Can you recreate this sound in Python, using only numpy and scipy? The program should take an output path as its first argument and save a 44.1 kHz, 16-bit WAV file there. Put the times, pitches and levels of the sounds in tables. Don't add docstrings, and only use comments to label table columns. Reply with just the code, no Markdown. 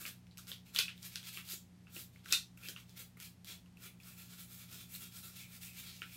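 import sys
import numpy as np
from scipy import signal
from scipy.fft import rfft, irfft, next_fast_len
from scipy.io import wavfile
from scipy.ndimage import map_coordinates

SR = 44100
rng = np.random.default_rng(int(sys.argv[2]) if len(sys.argv) > 2 else 0)


def amplitude_ratio(level_db):
    exponent = np.asarray(level_db, float) / 20
    return 10 ** exponent


def master(y):
    cut = np.clip(np.atleast_2d(y).T, -1, 1)
    pcm = np.round(cut * 32767)
    wavfile.write(sys.argv[1], SR, pcm.astype(np.int16))


N = 271679

# [f/Hz, width/Hz, level/dB]
GRIP_MODES = [
    (1135, 103, -3.5),
    (1403, 180, 2.5),
    (1740, 650, -6.5),
]
# [f/Hz, width/Hz, level/dB]
HAND_MODES = [
    (320, 230, 0.5),
    (674, 340, -5.5),
]


def unit(x):
    return x / np.sqrt(np.mean(x ** 2) + 1e-20)


def along(points, hz):
    f, value = np.transpose(points)
    return np.interp(np.log(hz + 1), np.log(f + 1), value)


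def wobble(rate):
    knots = rng.standard_normal(int(N * rate / SR) + 4)
    return map_coordinates(knots, [np.arange(N) * rate / SR])


def filtered(x, response):
    m = next_fast_len(x.shape[-1] + 8192)
    spectrum = rfft(x, m) * response(np.fft.rfftfreq(m, 1 / SR))
    return irfft(spectrum, m)[..., :x.shape[-1]]


def modes(table):
    def response(f):
        return sum((-1) ** k * amplitude_ratio(db) * 1j * f * width / (hz * hz - f * f + 1j * f * width)
                   for k, (hz, width, db) in enumerate(table))
    return response


def twice(table):
    return lambda f: modes(table)(f) ** 2


def flicks():
    strength_db = 1.6 * np.minimum(rng.exponential(size=N), 3)
    size = amplitude_ratio(strength_db) * rng.standard_normal(N)
    return unit(size * (rng.random(N) < 0.4))


def air():
    # [f/Hz, level/dB per Hz]
    room_noise = [(20, -62.5), (36, -25), (60, -13), (100, -9.5), (190, -11), (290, -19), (550, -27.5),
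                  (800, -27), (1400, -33), (2000, -31.5), (5000, -35.5), (9000, -39.5), (14500, -44),
                  (16000, -65)]
    noise = filtered(rng.standard_normal(N), lambda f: amplitude_ratio(along(room_noise, f)))
    return amplitude_ratio(-66.5) * unit(noise)


def hum():
    # [f/Hz, level/dB rms]
    lines = [
        (60, -78),
        (89.5, -70.5),
        (120, -65),
        (171, -71),
        (180, -63),
        (240, -77.5),
    ]
    t = np.arange(N) / SR
    out = np.zeros(N)
    for hz, db in lines:
        level = np.sqrt(2) * amplitude_ratio(db + 1.2 * wobble(3.037))
        phase = 6 * rng.random() + 0.76 * wobble(3.884)
        out += level * np.sin(2 * np.pi * hz * t + phase)
    return out


def tail():
    # [f/Hz, t60/s]
    decay_time = [(300, 0.24), (2000, 0.2), (5500, 0.23), (15000, 0.21)]
    # [f/Hz, level/dB]
    colour = [(300, -1), (2000, -2), (3600, 1), (5500, -1), (9000, 1), (15000, 0)]
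    hz, t, z = signal.stft(rng.standard_normal(SR // 3), SR, nperseg=256)
    level_db = along(colour, hz)[:, None] - 60 * t / along(decay_time, hz)[:, None]
    answer = signal.istft(z * amplitude_ratio(level_db), SR, nperseg=256)[1]
    late = np.clip(np.arange(len(answer)) / SR - 0.0022, 0, None)
    answer = answer * (1 - np.exp(-late / 0.0021))
    return answer / np.linalg.norm(answer)


def room(dry):
    hop = SR // 16
    out = np.zeros(N + SR)
    fade = np.hanning(2 * hop + 1)[:-1]
    padded = np.pad(dry, (hop, 2 * hop))
    for start in range(0, N + hop, hop):
        wet = signal.fftconvolve(padded[start:start + 2 * hop] * fade, tail())
        out[start:start + len(wet)] += wet
    return out[hop:hop + N]


def thumps():
    # [t/s, peak level/dB]
    pushes = [(0.051, -53.5), (0.512, -57), (0.788, -46.5), (1.371, -58), (1.533, -51.5), (1.963, -49),
              (2.324, -48.5), (2.687, -51.5), (2.999, -58), (3.491, -59), (6.018, -55)]
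    out, t = np.zeros(N + 4096), np.arange(4096) / SR
    for s, db in pushes:
        burst = rng.standard_normal(len(t)) * amplitude_ratio(-60 * t / 0.03)
        push = filtered(burst, twice(HAND_MODES))
        out[round(s * SR):][:len(t)] += amplitude_ratio(db - 1.0) * push / np.abs(push).max()
    return out[:N]


def contacts():
    # [t/s, peak level/dB, ring f/Hz, grip level/dB]
    taps = [(.0528, -32, 2500, -13), (.3117, -51, 3940, -27), (.5167, -30.5, 3340, -12),
            (1.3729, -32, 2490, -15), (1.5206, -40, 4000, -42), (1.5352, -42.5, 3910, -22),
            (1.9644, -37.5, 2690, -16), (2.1601, -51, 2300, -15), (.8814, -31, 2620, -26),
            (1.8695, -52, 2600, -6), (2.762, -37.5, 2670, -12.5), (3.1708, -52.5, 2110, -10),
            (4.9504, -39.5, 3900, -26), (6.0188, -30, 2580, -7)]
    # [t/s, peak level/dB, ring f/Hz, grip level/dB]
    nicks = [
        (.9778, -49, 3560, -23),
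        (1.2295, -45, 3290, -14),
        (2.5748, -49.5, 2550, -26),
        (3.66, -59.5, 2790, -10),
        (3.771, -51, 2630, -26),
        (4.001, -50.5, 2600, -30),
        (4.034, -51, 4940, -13),
    ]
    # [t/s, peak level/dB, ring f/Hz, grip level/dB]
    bumps = [
        (.0661, -40, 2420, -7.5),
        (.2684, -55, 2800, -20),
        (.0635, -36, 4800, -23),
        (.3862, -42.5, 4870, -8.5),
        (.4703, -44, 3300, -16),
        (1.0292, -36, 4800, -27),
        (1.4893, -37, 4500, -22),
        (2.2592, -43, 2530, -2),
    ]
    # [t/s, peak level/dB, ring f/Hz, grip level/dB]
    snaps = [
        (.3731, -46, 2850, -35),
        (.3805, -45, 6400, -25),
        (2.8943, -54.5, 4800, -26),
        (.7484, -37, 3400, -12.5),
        (2.686, -36, 3490, -8),
        (3.201, -42, 2370, -22),
        (3.446, -46.5, 3860, -16),
        (2.2457, -56, 3900, -15),
        (5.966, -52, 4230, -26),
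    ]
    # [t/s, peak level/dB, ring f/Hz, sharp edge level/dB, ring damping/0-1]
    slips = [
        (0.7615, -19, 3250, -11.5, 0.36),
        (.7875, -16, 4900, -13.5, 0.33),
        (0.7895, -14.5, 3350, -6, 0.7),
        (1.1574, -23.5, 4220, -17.5, .98),
        (2.3072, -36, 3600, -8, 0.25),
        (2.3125, -32.5, 3620, -11, 0.5),
        (2.3223, -34, 4420, 2, .6),
        (2.3248, -12.5, 5300, -8, 0.45),
        (2.3282, -30, 4980, -10.5, .57),
    ]
    # table, sharp edge dB, ring damping 0-1
    kinds = [(taps, -24.5, 0.23), (nicks, -3, 0.19), (bumps, -10.5, 0.68), (snaps, 4.2, 0.57)]
    out = []
    for table, edge_db, damping in kinds:
        for s, db, hz, grip_db in table:
            out.append((s, db, hz, edge_db, grip_db, damping))
    for s, db, hz, edge_db, damping in slips:
        out.append((s, db, hz, edge_db, -20, damping))
    return sorted(out)


def knocks():
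    out, t = np.zeros((2, N + 2048)), np.arange(1024) / SR
    blow = 1.0 * (np.arange(len(t)) == 16)
    for s, db, ring_hz, edge_db, grip_db, damping in contacts():
        rebounds = rng.standard_normal(len(t)) * amplitude_ratio(-60 * t / 0.0085)

        ring = filtered(blow + 0.18 * rebounds, twice([(ring_hz, np.abs(damping) * ring_hz, 0)]))
        ring = ring / np.abs(ring).max()
        spread = filtered(blow, twice([(0.65 * ring_hz + 800, 0.8 * ring_hz, 0)]))
        spread = unit(spread) * np.std(ring)

        edge_blows = np.array([blow + 0.8 * rebounds, blow])
        edge = filtered(edge_blows, modes([(4800, 3500, 0), (13700, 4270, -1.5)]))
        edge = edge / np.std(edge, axis=1, keepdims=True) * 0.063

        grip = filtered(blow + 0.22 * rebounds, modes(GRIP_MODES))
        grip = grip / np.abs(grip).max()

        rings = np.array([0.94 * ring, 0.25 * ring + 0.66 * spread])
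        knock = rings + amplitude_ratio(edge_db + 3.5) * edge + amplitude_ratio(grip_db) * grip
        out[:, round(s * SR):][:, :len(t)] += amplitude_ratio(db) * knock
    return out[:, :N]


def rubs():
    # [t/s, level/dB rms, f/Hz, half length/s]
    narrow_bands = [(.797, -36.5, 2470, 0.0076), (.797, -34.5, 3300, 0.00565), (2.333, -33.5, 3700, 0.0074),
                    (2.335, -34.5, 2690, 0.007), (2.334, -42, 2030, 0.0061), (3.5, -68.5, 3600, 0.023),
                    (2.655, -54.5, 2540, 0.019), (3.236, -65, 2450, 0.023), (3.862, -67.5, 2350, 0.038),
                    (4.79, -65, 3660, .03), (5.028, -65, 3480, 0.017), (5.245, -61.5, 3970, 0.013),
                    (6.1, -69, 2430, 0.038), (5.69, -62.5, 2530, 0.026), (5.89, -59.5, 4250, 0.016),
                    (5.43, -60, 2400, .025), (2.996, -68, 2130, 0.034), (1.545, -54.5, 7000, 0.014)]
    out, t = np.zeros(N + 8192), np.arange(-4096, 4096) / SR
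    tips = flicks()
    for s, db, hz, half in narrow_bands:
        start = round(s * SR) - 4096
        stretch = np.resize(tips[start:start + len(t)], len(t))
        tone = unit(filtered(stretch, twice([(hz, 0.2 * hz, 0)])))
        out[start:start + len(t)] += amplitude_ratio(db) * np.exp(-0.5 * (t / half) ** 2) * tone
    return out[:N]


def strokes():
    # [t of top speed/s, bristle hiss level/dB, length/s, grip level over hiss/dB]
    shoves = [(.089, -46.5, 0.037, -12), (.761, -47, .013, -10), (1.063, -48.5, 0.025, -16),
              (1.291, -50, 0.033, -17.5), (1.534, -44, .044, -20), (2.654, -65.5, 0.027, 5.5),
              (2.684, -54, 0.045, -16), (2.805, -60.5, .024, -22), (3.26, -52.5, .037, -21),
              (3.863, -50, .033, -8.5), (4.545, -54, 0.039, -15), (4.746, -53.5, 0.04, -12),
              (4.958, -50, .039, -17), (5.564, -54.5, 0.047, -13.5), (5.802, -49.5, 0.025, -23)]
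    # [t/s, hiss level/dB, length/s, grip level over hiss/dB]
    drags = [(.395, -66, 0.046, -17), (.483, -52, 0.03, -12), (.666, -62.7, 0.028, -12),
             (.978, -68.5, 0.073, -12), (1.34, -53.5, 0.046, -18), (2.255, -68.5, 0.046, -1),
             (2.893, -69.5, 0.069, -12), (2.978, -51, 0.033, -13.5), (3.207, -57, 0.022, -13),
             (1.488, -54.5, .04, -19), (3.483, -51, .037, -14.5), (4.002, -75, 0.016, -10),
             (1.897, -70, .03, -25), (2.14, -74, .05, -25), (4.189, -56.5, 0.054, -14.5),
             (4.312, -56, 0.065, -11.5), (4.392, -50.5, 0.031, -16), (5.242, -53, 0.039, -9.5),
             (5.627, -51, 0.048, -19), (5.742, -57.5, 0.038, -23), (5.847, -55, .051, -11.5),
             (5.92, -59.5, 0.088, -21), (6.077, -64, .064, -22), (6.133, -55, 0.026, -18)]
    # [t/s, hiss level/dB, length/s, grip level over hiss/dB]
    swings = [(.013, -49.5, 0.0099, -5.5), (1.144, -58, 0.043, -25), (1.98, -50, 0.031, -14),
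              (2.31, -49.5, 0.027, -8.5), (4.081, -56.5, 0.038, -10.5), (4.605, -54, 0.029, -14),
              (4.803, -53.5, 0.031, -14), (5.027, -51.5, 0.027, -14), (5.166, -52, 0.028, -15),
              (5.391, -52.5, 0.035, -17.5)]
    # [t/s, hiss level/dB, length/s, grip level over hiss/dB]
    grazes = [
        (2.5755, -55, .006, -9),
        (3.173, -57, .0015, -2),
    ]
    # [t/s, frame ring level over the hiss of a firm stroke/dB]
    turning = [(0, -2.5), (.55, -3.5), (.8, 1.5), (1.4, 0.1), (1.55, -1.5), (3.25, -3.5), (3.5, 3.5),
               (4.1, -4), (4.6, -2.5), (5.2, -2.5), (5.6, -2.5), (5.85, 1), (6.1, -3.5)]
    # table, share of the length speeding up, share slowing down, extra ring dB
    kinds = [(shoves, 1, 0.15, 0), (drags, 0.26, 1, 0), (swings, 1, 1, 0), (grazes, 0.26, 1, -15)]
    out = []
    for table, up, down, ring_db in kinds:
        for s, db, length, grip_db in table:
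            frame_db = ring_db + np.interp(s, *np.transpose(turning)) - 0.19 * (db + 51)
            out.append((s, db, up * length, down * length, frame_db, grip_db))
    return np.transpose(out)


def brush():
    # [f/Hz, level/dB per Hz]
    tip_hiss = [(2650, -27), (4500, -7.5), (5840, -1), (7290, 4), (9360, 0.5), (10100, -1), (10900, 3),
                (13700, 4), (15100, 1.5), (16000, -27)]
    # [f/Hz, width/Hz, level/dB]
    frame_modes = [(2380, 193, -1.5), (2654, 370, 2), (3350, 660, 3), (4000, 820, -2.5), (4900, 1060, -8)]
    s, hiss_db, rise, fall, frame_db, grip_db = strokes()
    ticks = np.arange(0, N + 64, 64) / SR
    lag = ticks[:, None] - s
    side = np.where(lag < 0, np.abs(rise) + 0.001, np.abs(fall) + 0.001)
    speed = np.exp(-(lag / side) ** 2)

    def gain(db):
        return np.interp(np.arange(N) / SR, ticks, np.sqrt(speed @ amplitude_ratio(2 * db)))

    tips = amplitude_ratio(1.5 * wobble(160)) * flicks()
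    hiss_curve = [(2500, -40), *tip_hiss]
    hiss = unit(filtered(tips, lambda f: amplitude_ratio(along(hiss_curve, np.minimum(f, 15000)))))
    upper = amplitude_ratio(4.6 * wobble(12)) * filtered(hiss, lambda f: 1 / (1 + (8500 / (f + 1)) ** 4))
    hiss = unit(hiss + 0.5 * upper)

    frame = unit(sum(amplitude_ratio(db + 3 * wobble(9)) * filtered(tips, modes([(hz, width, 0)]))
                     for hz, width, db in frame_modes))
    thud = unit(filtered(tips, twice(HAND_MODES)))
    grip = unit(filtered(tips, twice(GRIP_MODES)))
    drift = amplitude_ratio(0.4 * np.array([wobble(30), wobble(30), wobble(30)]))
    return (drift[0] * gain(hiss_db - 2.0) * hiss
            + drift[1] * gain(hiss_db + frame_db - 3.5) * frame
            + drift[2] * gain(hiss_db + grip_db - 4.0) * (grip + amplitude_ratio(-8.5) * thud))


def scene():
    scrub = brush() + rubs()
    near, around = knocks()
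    low = thumps()
    reverb = room(amplitude_ratio(0.5) * scrub + amplitude_ratio(1.5) * around + amplitude_ratio(-2.5) * low)
    steady = filtered(scrub + reverb + air(), lambda f: f < 15780)
    return (near + low + steady + hum())[None]


def band_limit(x):
    return signal.sosfilt(signal.butter(12, 16820, fs=SR, output="sos"), x)


def record(dry):
    limited = filtered(dry, lambda f: 1 / (1 + (f / 16300) ** 90))
    return band_limit(limited)


dry = scene()
out = record(dry)
master(out)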